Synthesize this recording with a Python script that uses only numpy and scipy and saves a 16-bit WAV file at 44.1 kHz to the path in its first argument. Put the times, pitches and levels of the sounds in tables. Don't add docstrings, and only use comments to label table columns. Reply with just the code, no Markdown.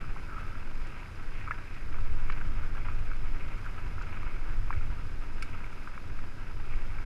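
import sys
import numpy as np
from scipy import signal
from scipy.fft import rfft, irfft, next_fast_len
from scipy.io import wavfile
from scipy.ndimage import uniform_filter1d

SR = 44100
rng = np.random.default_rng(int(sys.argv[2]) if len(sys.argv) > 2 else 0)


def log_audio(samples):
    frames = np.atleast_2d(samples).T
    limited = np.clip(frames, -1, 1)
    pcm = np.round(limited * 32767).astype(np.int16)
    wavfile.write(sys.argv[1], SR, pcm)


N = 310905
TIME = np.arange(N) / SR


def gain_of(db):
    return 10 ** (np.asarray(db) / 20)


def evened(x):
    return x / np.sqrt(np.mean(x ** 2) + 1e-20)


def follow(curve, axis=1):
    columns = np.transpose(curve)
    return np.interp(TIME, columns[0], columns[axis])


def around_median(curve):
    level_db = follow(curve)
    return level_db - np.median(level_db)


def add(mix, start_s, sound):
    part = mix[max(round(start_s * SR), 0):][:len(sound)]
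    part += sound[:len(part)]


def filtered(x, order, hz, kind="lowpass"):
    return signal.sosfilt(signal.butter(order, hz, kind, fs=SR, output="sos"), x)


def coloured(x, spectrum):
    hz, db = np.transpose(spectrum)
    size = next_fast_len(len(x))
    bins_hz = np.fft.rfftfreq(size, 1 / SR)
    shape_db = np.interp(np.log(bins_hz + 1), np.log(hz), db)
    return evened(irfft(rfft(x, size) * gain_of(shape_db), size)[:len(x)])


def drift(per_s):
    heights = rng.standard_normal(4096)
    return evened(np.interp(TIME * per_s, np.arange(len(heights)), heights))


def grains(per_s, spread_db):
    size = gain_of(spread_db * np.minimum(rng.exponential(1, N), 4))
    return size * rng.choice([-1, 1], N) * (rng.random(N) < per_s / SR)


# pitch_hz, relative level_db, ring_s (time to fade by 60 dB)
CASE = [(640, -4, 0.012), (991, -5.5, 0.051), (1310, 6, 0.016), (1393, 6, 0.0092), (1570, 8, 0.013),
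        (1895, -2, 0.023), (2195, 9.5, 0.0088), (2487, 6, 0.0094), (2595, -14, 0.051)]


def case_modes(t):
    hz, db, ring_s = np.transpose(CASE)[:, :, None]
    return gain_of(db - 60 * t / ring_s) * np.sin(2 * np.pi * hz * t)


# peak_s, relative swell_db (the gravel scales it for loudness and for brightness)
SURGES = [(.38, 1), (.98, 1.5), (1.39, 2), (1.72, 2.5), (2.3, 1.5), (3.42, 1.5), (4.19, 1.5), (4.32, 1),
          (4.78, 1), (5.55, 1), (6.2, 1), (6.72, 2)]


def surge(width_s=0.057):
    return sum(db * np.exp(-((TIME - peak_s) / width_s) ** 2 / 2) for peak_s, db in SURGES)


# time_s, crunch level_db (before the gravel's own level and swells)
GROUND = [(0, -51), (0.5, -53), (1.2, -53.5), (1.45, -53), (1.68, -54.5), (2.25, -51.5), (2.85, -51),
          (3.22, -53.5), (3.55, -50), (3.85, -52.5), (4.15, -51), (4.62, -54), (4.8, -52.5), (5.15, -54.5),
          (5.45, -52.5), (5.9, -54), (6.3, -55), (7.05, -53)]


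def gravel(level_db=1, clump_db=1.62, own_share=1.0, wander_db=1.35, low_hz=620, top_hz=3100,
           split_hz=1800, surge_gain=0.97, surge_bright=4.6, rest_tilt_db=-3.5):
    shared = evened(grains(per_s=1000, spread_db=2.5))
    swell_db = surge()
    fine_db = rest_tilt_db + surge_bright * swell_db
    crunch = np.zeros(N)
    for (hz, _, _), ring in zip(CASE, case_modes(np.arange(1200) / SR)):
        clicks = shared + own_share * evened(grains(per_s=2500, spread_db=4.0))
        tilt = np.tanh(4 * np.log(hz / split_hz)) / 2
        tone_db = tilt * fine_db + wander_db * drift(11)
        crunch += signal.oaconvolve(clicks, ring)[:N] * gain_of(tone_db)
    crunch = filtered(crunch, 3, [low_hz, top_hz], "bandpass")
    crunch /= np.sqrt(uniform_filter1d(crunch ** 2, size=12000) + 1e-9)
    loudness_db = follow(GROUND) + level_db + surge_gain * swell_db + clump_db * drift(70)
    return crunch * gain_of(loudness_db)


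# pitch_hz, relative level_db (per Hz)
ROLL = [(40, -8), (100, 10), (170, 1), (330, -1.5), (420, -5), (700, -13.5), (1100, -23.5), (2500, -19),
        (4000, -81)]
# pitch_hz, relative level_db (per Hz)
HISS = [(500, 3.5), (1500, 6.5), (2600, 5), (3200, 2.5), (4600, 0), (5400, -2), (7000, -6), (8500, -10),
        (9900, -9), (10600, -10), (12400, -12), (13500, -24), (15200, -20)]


def tyres(roll_db=-49.0, hiss_db=-60, roll_follow=0.43, roll_sway=0.058, hiss_follow=0.14,
          whistle_db=-72, whistle_hz=5010):
    effort_db = around_median(GROUND)
    bumpy_db = around_median(SWAY)
    roll_level_db = roll_db + roll_follow * effort_db + roll_sway * bumpy_db + 0.32 * drift(25)
    roll = coloured(rng.standard_normal(N), ROLL) * gain_of(roll_level_db)
    dust = rng.standard_normal(N) + 0.5 * evened(grains(per_s=900, spread_db=4.0))
    dust *= gain_of(0.4 * drift(30))
    hiss = coloured(dust, HISS) * gain_of(hiss_db + hiss_follow * effort_db)
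    whistle = signal.lfilter(*signal.iirpeak(whistle_hz, 42, SR), rng.standard_normal(N))
    return roll + hiss + gain_of(whistle_db) * evened(whistle)


KNOCK_RISE_S, CONTACT_S = 0.00062, 0.002


def ping(t, hz, ring_s):
    rise = (1 - np.exp(-t / KNOCK_RISE_S)) ** 2
    release = gain_of(-60 * np.maximum(t - CONTACT_S, 0) / ring_s)
    return evened(rise * release * np.sin(2 * np.pi * hz * t))


def knock(db, hz, ring_s, upper_db, clatter_db, case_db=-11, spread=1.41, rebounds_per_s=1400,
          settle_s=0.038, upper_hz=2257, upper_ring_s=0.012, wall_hz=2930):
    t = np.arange(3000) / SR
    tock = ping(t, hz, ring_s) + gain_of(upper_db) * ping(t, upper_hz, upper_ring_s)
    case = filtered(case_modes(t).sum(0), 2, [hz / spread, hz * spread], "bandpass")
    is_tap = (rng.random(len(t)) < rebounds_per_s / SR) * (t > 2 * KNOCK_RISE_S)
    taps = rng.standard_normal(len(t)) * is_tap * gain_of(-60 * t / settle_s)
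    clatter = signal.fftconvolve(taps, case)[:len(t)]
    hit = evened(tock) + gain_of(case_db) * evened(case) + gain_of(clatter_db) * evened(clatter)
    hit = filtered(hit, 5, wall_hz)
    onset_strength = hit[t < 0.005].std()
    return gain_of(db) * hit / onset_strength


# start_s, level_db (over the first 5 ms), pitch_hz, ring_s (time to fade by 60 dB),
# upper_db (higher ring, relative to the main ring), clatter_db (relative to the knock's tones)
KNOCKS = [(.041, -41.5, 1380, 0.0097, -15, -25), (.163, -43, 1100, 0.009, -18, -3),
          (.553, -48, 1360, .02, -12, -2), (1.059, -47, 1460, .004, -3, -12),
          (1.468, -45, 1250, .01, -2, -12), (1.4755, -37, 1300, .02, -12, -7),
          (1.482, -39, 1410, .015, -10, -3), (1.5089, -28, 1350, .006, -9, -25),
          (1.512, -40.5, 2000, 0.024, -15, -14), (1.5147, -35.5, 1710, 0.034, -20, -5),
          (1.942, -43, 1290, .004, 2, -8), (1.962, -59, 1380, 0.011, -14, -16),
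          (1.985, -47, 1270, 0.012, -14, -6), (2.2985, -34, 1240, .003, -6, -14),
          (2.3003, -40, 1770, 0.011, -7, -12), (2.324, -43.5, 1580, .03, -4, -8),
          (2.4112, -40, 1430, 0.013, -9, -3), (2.633, -45, 1350, .012, -9, -8),
          (2.75, -42, 1290, .007, -15, -17), (2.885, -37.5, 1260, 0.0074, -8, -15),
          (3.1145, -41.5, 1460, .005, -5, -5), (3.132, -45.5, 1400, .012, 4, 3),
          (3.662, -39, 1470, 0.018, -20, -22), (3.981, -40, 1280, 0.0089, -16, -2),
          (4.013, -42, 1430, .012, -18, -12), (4.034, -47, 1440, .01, -16, -12),
          (4.171, -43.5, 1430, 0.01, -6, -4), (4.23, -42.5, 1250, .008, -12, -9),
          (4.312, -53, 1260, .01, -5, -12), (4.364, -45.5, 1330, 0.022, -8, -6),
          (4.7047, -31, 1130, 0.0051, -13, -15), (4.708, -46, 1600, .018, -4, -8),
          (4.727, -39, 1630, 0.0029, -4, -10), (4.7297, -47, 1430, .006, -1, -4),
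          (4.735, -45, 1380, .01, -9, -8), (4.809, -46, 1390, 0.018, -16, -5),
          (5.604, -44, 1390, .007, -22, -28), (5.642, -43.5, 1360, .008, 8, -9),
          (5.727, -46, 1400, .007, 0, -9), (5.8734, -40, 1330, .005, -14, -4),
          (5.9768, -39.5, 1330, .004, -5, -6.5), (6.188, -45, 1430, .015, -7, 2),
          (6.736, -47, 1480, .012, 10, -3), (6.984, -43.5, 1370, 0.0043, 4, -5)]


def knocks():
    out = np.zeros(N)
    for start_s, *settings in KNOCKS:
        add(out, start_s, knock(*settings))
    return out


def rattles(per_s=5, level_db=-54, spread_db=2, pitch_hz=1530, scatter_octaves=0.32):
    out, stony_db = np.zeros(N), around_median(GROUND)
    for k, (when, strength, pitch) in enumerate(rng.uniform(-1.2, 1, size=(100, 3))):
        start_s = (k + 0.5 + when) / per_s
        if 0 < start_s < TIME[-1]:
            db = level_db + spread_db * strength + np.interp(start_s, TIME, stony_db)
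            hz = pitch_hz * 2 ** (scatter_octaves * pitch)
            add(out, start_s, knock(db, hz, ring_s=0.017, upper_db=-4, clatter_db=-7))
    return out


# start_s, level_db (at the crest), fade_s (time to fade by 60 dB), top_hz (treble limit)
TWIGS = [(0.869, -53, .025, 9000), (1.739, -56, .048, 8000), (2.298, -46, 0.02, 4240),
         (2.319, -49, .03, 5700), (3.573, -59, .03, 9000), (3.687, -65, .03, 9000),
         (4.018, -52, 0.039, 8000), (5.4225, -40.5, 0.026, 15000), (5.437, -60, 0.18, 15000),
         (5.493, -58, .03, 13000)]
# pitch_hz, relative level_db (per Hz)
SNAP = [(600, -42), (1380, -14), (1800, -16), (2300, 12.5), (2850, 6), (3300, -3), (4800, 0.5),
        (5900, -7.5), (7200, -3), (8600, -14), (9400, -10), (10500, -8), (12000, -26), (15000, -19)]


def twigs(rise_s=0.007, crackle=0.5):
    t, out = np.arange(6000) / SR, np.zeros(N)
    for start_s, db, fade_s, top_hz in TWIGS:
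        roughness = np.exp(crackle * np.clip(rng.standard_normal(len(t)), -2, 2))
        catches = rng.standard_normal(len(t)) * roughness
        scrape = filtered(coloured(catches, SNAP), 6, top_hz)
        envelope = np.minimum(t / rise_s, 1) * gain_of(-60 * t / fade_s)
        add(out, start_s, gain_of(db) * evened(scrape) * envelope / envelope.max())
    return out


# start_s, level_db (added to every tone below)
RAP = (5.4238, 0)
# pitch_hz, level_db, ring_s (time to fade by 60 dB)
RAP_MODES = [(1346, -33.5, 0.055), (1550, -32.5, 0.035), (2200, -42, 0.033), (2260, -31.5, 0.039),
             (4980, -29, 0.012), (5550, -47, 0.028), (7350, -46, .025), (9170, -46.5, .025),
             (10340, -55, .03)]


def rap(rise_s=0.0009):
    t, out = np.arange(4000) / SR, np.zeros(N)
    ring = sum(gain_of(db - 60 * t / ring_s) * np.sin(2 * np.pi * hz * t)
               for hz, db, ring_s in RAP_MODES)
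    start_s, level_db = RAP
    add(out, start_s, gain_of(level_db) * (1 - np.exp(-t / rise_s)) ** 2 * ring)
    return out


# time_s, scrape level_db, scrape pitch_hz, squeal level_db
BRAKE = [(.26, -73, 1444, -78), (.29, -49, 1450, -64), (.33, -49, 1271, -56), (.359, -58, 1289, -56),
         (.366, -50, 1318, -40.5), (.386, -42, 1350, -46), (.393, -54, 1450, -53), (.46, -56, 1536, -54.5),
         (.53, -57, 1350, -57), (.57, -57, 1320, -75)]


def brake(rub_width_hz=260, squeal_hz=1312, waver=0.023, stutter_hz=62, stutter_db=3):
    stutter_phase = 2 * np.pi * np.cumsum(stutter_hz * (1 + 0.21 * drift(40.0))) / SR
    stutter = gain_of(stutter_db * np.sin(stutter_phase))
    noise = rng.standard_normal(N) + 1j * rng.standard_normal(N)
    friction = filtered(noise, 2, rub_width_hz / 2)
    slide = np.exp(2j * np.pi * np.cumsum(follow(BRAKE, axis=2)) / SR)
    scrape = evened((friction * slide).real)
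    squeal = evened(np.sin(2 * np.pi * np.cumsum(squeal_hz * (1 + waver * drift(297.5))) / SR))
    touching = (TIME > BRAKE[0][0]) & (TIME < BRAKE[-1][0])
    rubbing = gain_of(follow(BRAKE)) * scrape + gain_of(follow(BRAKE, axis=3)) * squeal
    return touching * stutter * rubbing


# time_s, wind level_db (before the small random lumps)
GUSTS = [(0, -38), (0.09, -32), (0.15, -40), (0.3, -41), (0.43, -36), (0.56, -40.5), (0.68, -46),
         (0.78, -41), (0.96, -42.5), (1.05, -39), (1.25, -41), (1.4, -39), (1.8, -41.5), (1.92, -32.5),
         (2.38, -36), (2.52, -32), (2.78, -37), (2.9, -36), (3.16, -38), (3.27, -29.5), (3.48, -34.5),
         (3.56, -38), (3.95, -35.5), (4.15, -37.5), (4.33, -38.5), (4.52, -35), (4.85, -33.5), (5.0, -39),
         (5.15, -38.5), (5.28, -45), (5.5, -39), (5.88, -45.5), (6.12, -40), (6.38, -43), (6.53, -37),
         (6.7, -35.5), (6.92, -37), (7.05, -40)]
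# pitch_hz, relative level_db (per Hz)
WIND = [(12, -8), (22, 8), (33, 3.5), (55, -7), (75, -7.5), (97, -5), (115, -15), (150, -25.5), (300, -39),
        (800, -59)]


def wind(lumps_db=1.44):
    eddies = coloured(rng.standard_normal(N), WIND + [(4000, -120)])
    eddies /= np.sqrt(uniform_filter1d(eddies ** 2, size=6000) + 1e-9)
    return eddies * gain_of(follow(GUSTS) + lumps_db * drift(12))


# middle_s, peak level_db (before the treble is cut), swing_s (middle to peak)
JOLTS = [(2.452, -28, .002), (3.46, -31, .003), (4.773, -23, .003)]


def jolts(top_hz=125):
    out = np.zeros(N)
    for middle_s, db, swing_s in JOLTS:
        age = (TIME - middle_s) / swing_s
        out += gain_of(db) * -age * np.exp((1 - age ** 2) / 2)
    return filtered(out, 5, top_hz)


# time_s, shake level_db (before the mount's own level and unevenness)
SWAY = [(0, -35), (0.1, -27.5), (0.3, -37), (0.8, -25.5), (1.07, -50.5), (1.25, -28.5), (1.7, -38.5),
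        (1.95, -20), (2.3, -21), (2.78, -26.5), (3.3, -23), (3.55, -31.0), (4.05, -30.5), (4.55, -23),
        (4.85, -23.5), (4.96, -31), (5.4, -28), (6.0, -34.5), (6.18, -23.5), (6.38, -35), (6.75, -23),
        (7.05, -28.5)]


def shake(rate_hz=12, wobble=0.171, level_db=-0.5, overtone=0.23, third=0.11, uneven_db=1.4):
    phase = 2 * np.pi * np.cumsum(rate_hz * (1 + wobble * drift(12))) / SR
    nod = np.sin(phase) + overtone * np.sin(2 * phase) + third * np.sin(3 * phase)
    return evened(nod) * gain_of(follow(SWAY) + level_db + uneven_db * np.tanh(drift(16)))


def scene():
    bike = gravel() + tyres() + knocks() + rattles() + brake()
    touches = twigs() + rap()
    air_and_mount = wind() + jolts() + shake()
    return (bike + touches + air_and_mount)[None]


def record(dry, edge_hz=15280, fade_s=0.012):
    lowpass = signal.firwin(511, edge_hz, window=("kaiser", 9), fs=SR)
    limited = signal.oaconvolve(dry, lowpass[None], "same")
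    nearest_end_s = np.minimum(TIME, TIME[-1] - TIME)
    return limited * np.clip(nearest_end_s / fade_s, 0, 1)


dry = scene()
out = record(dry)
log_audio(out)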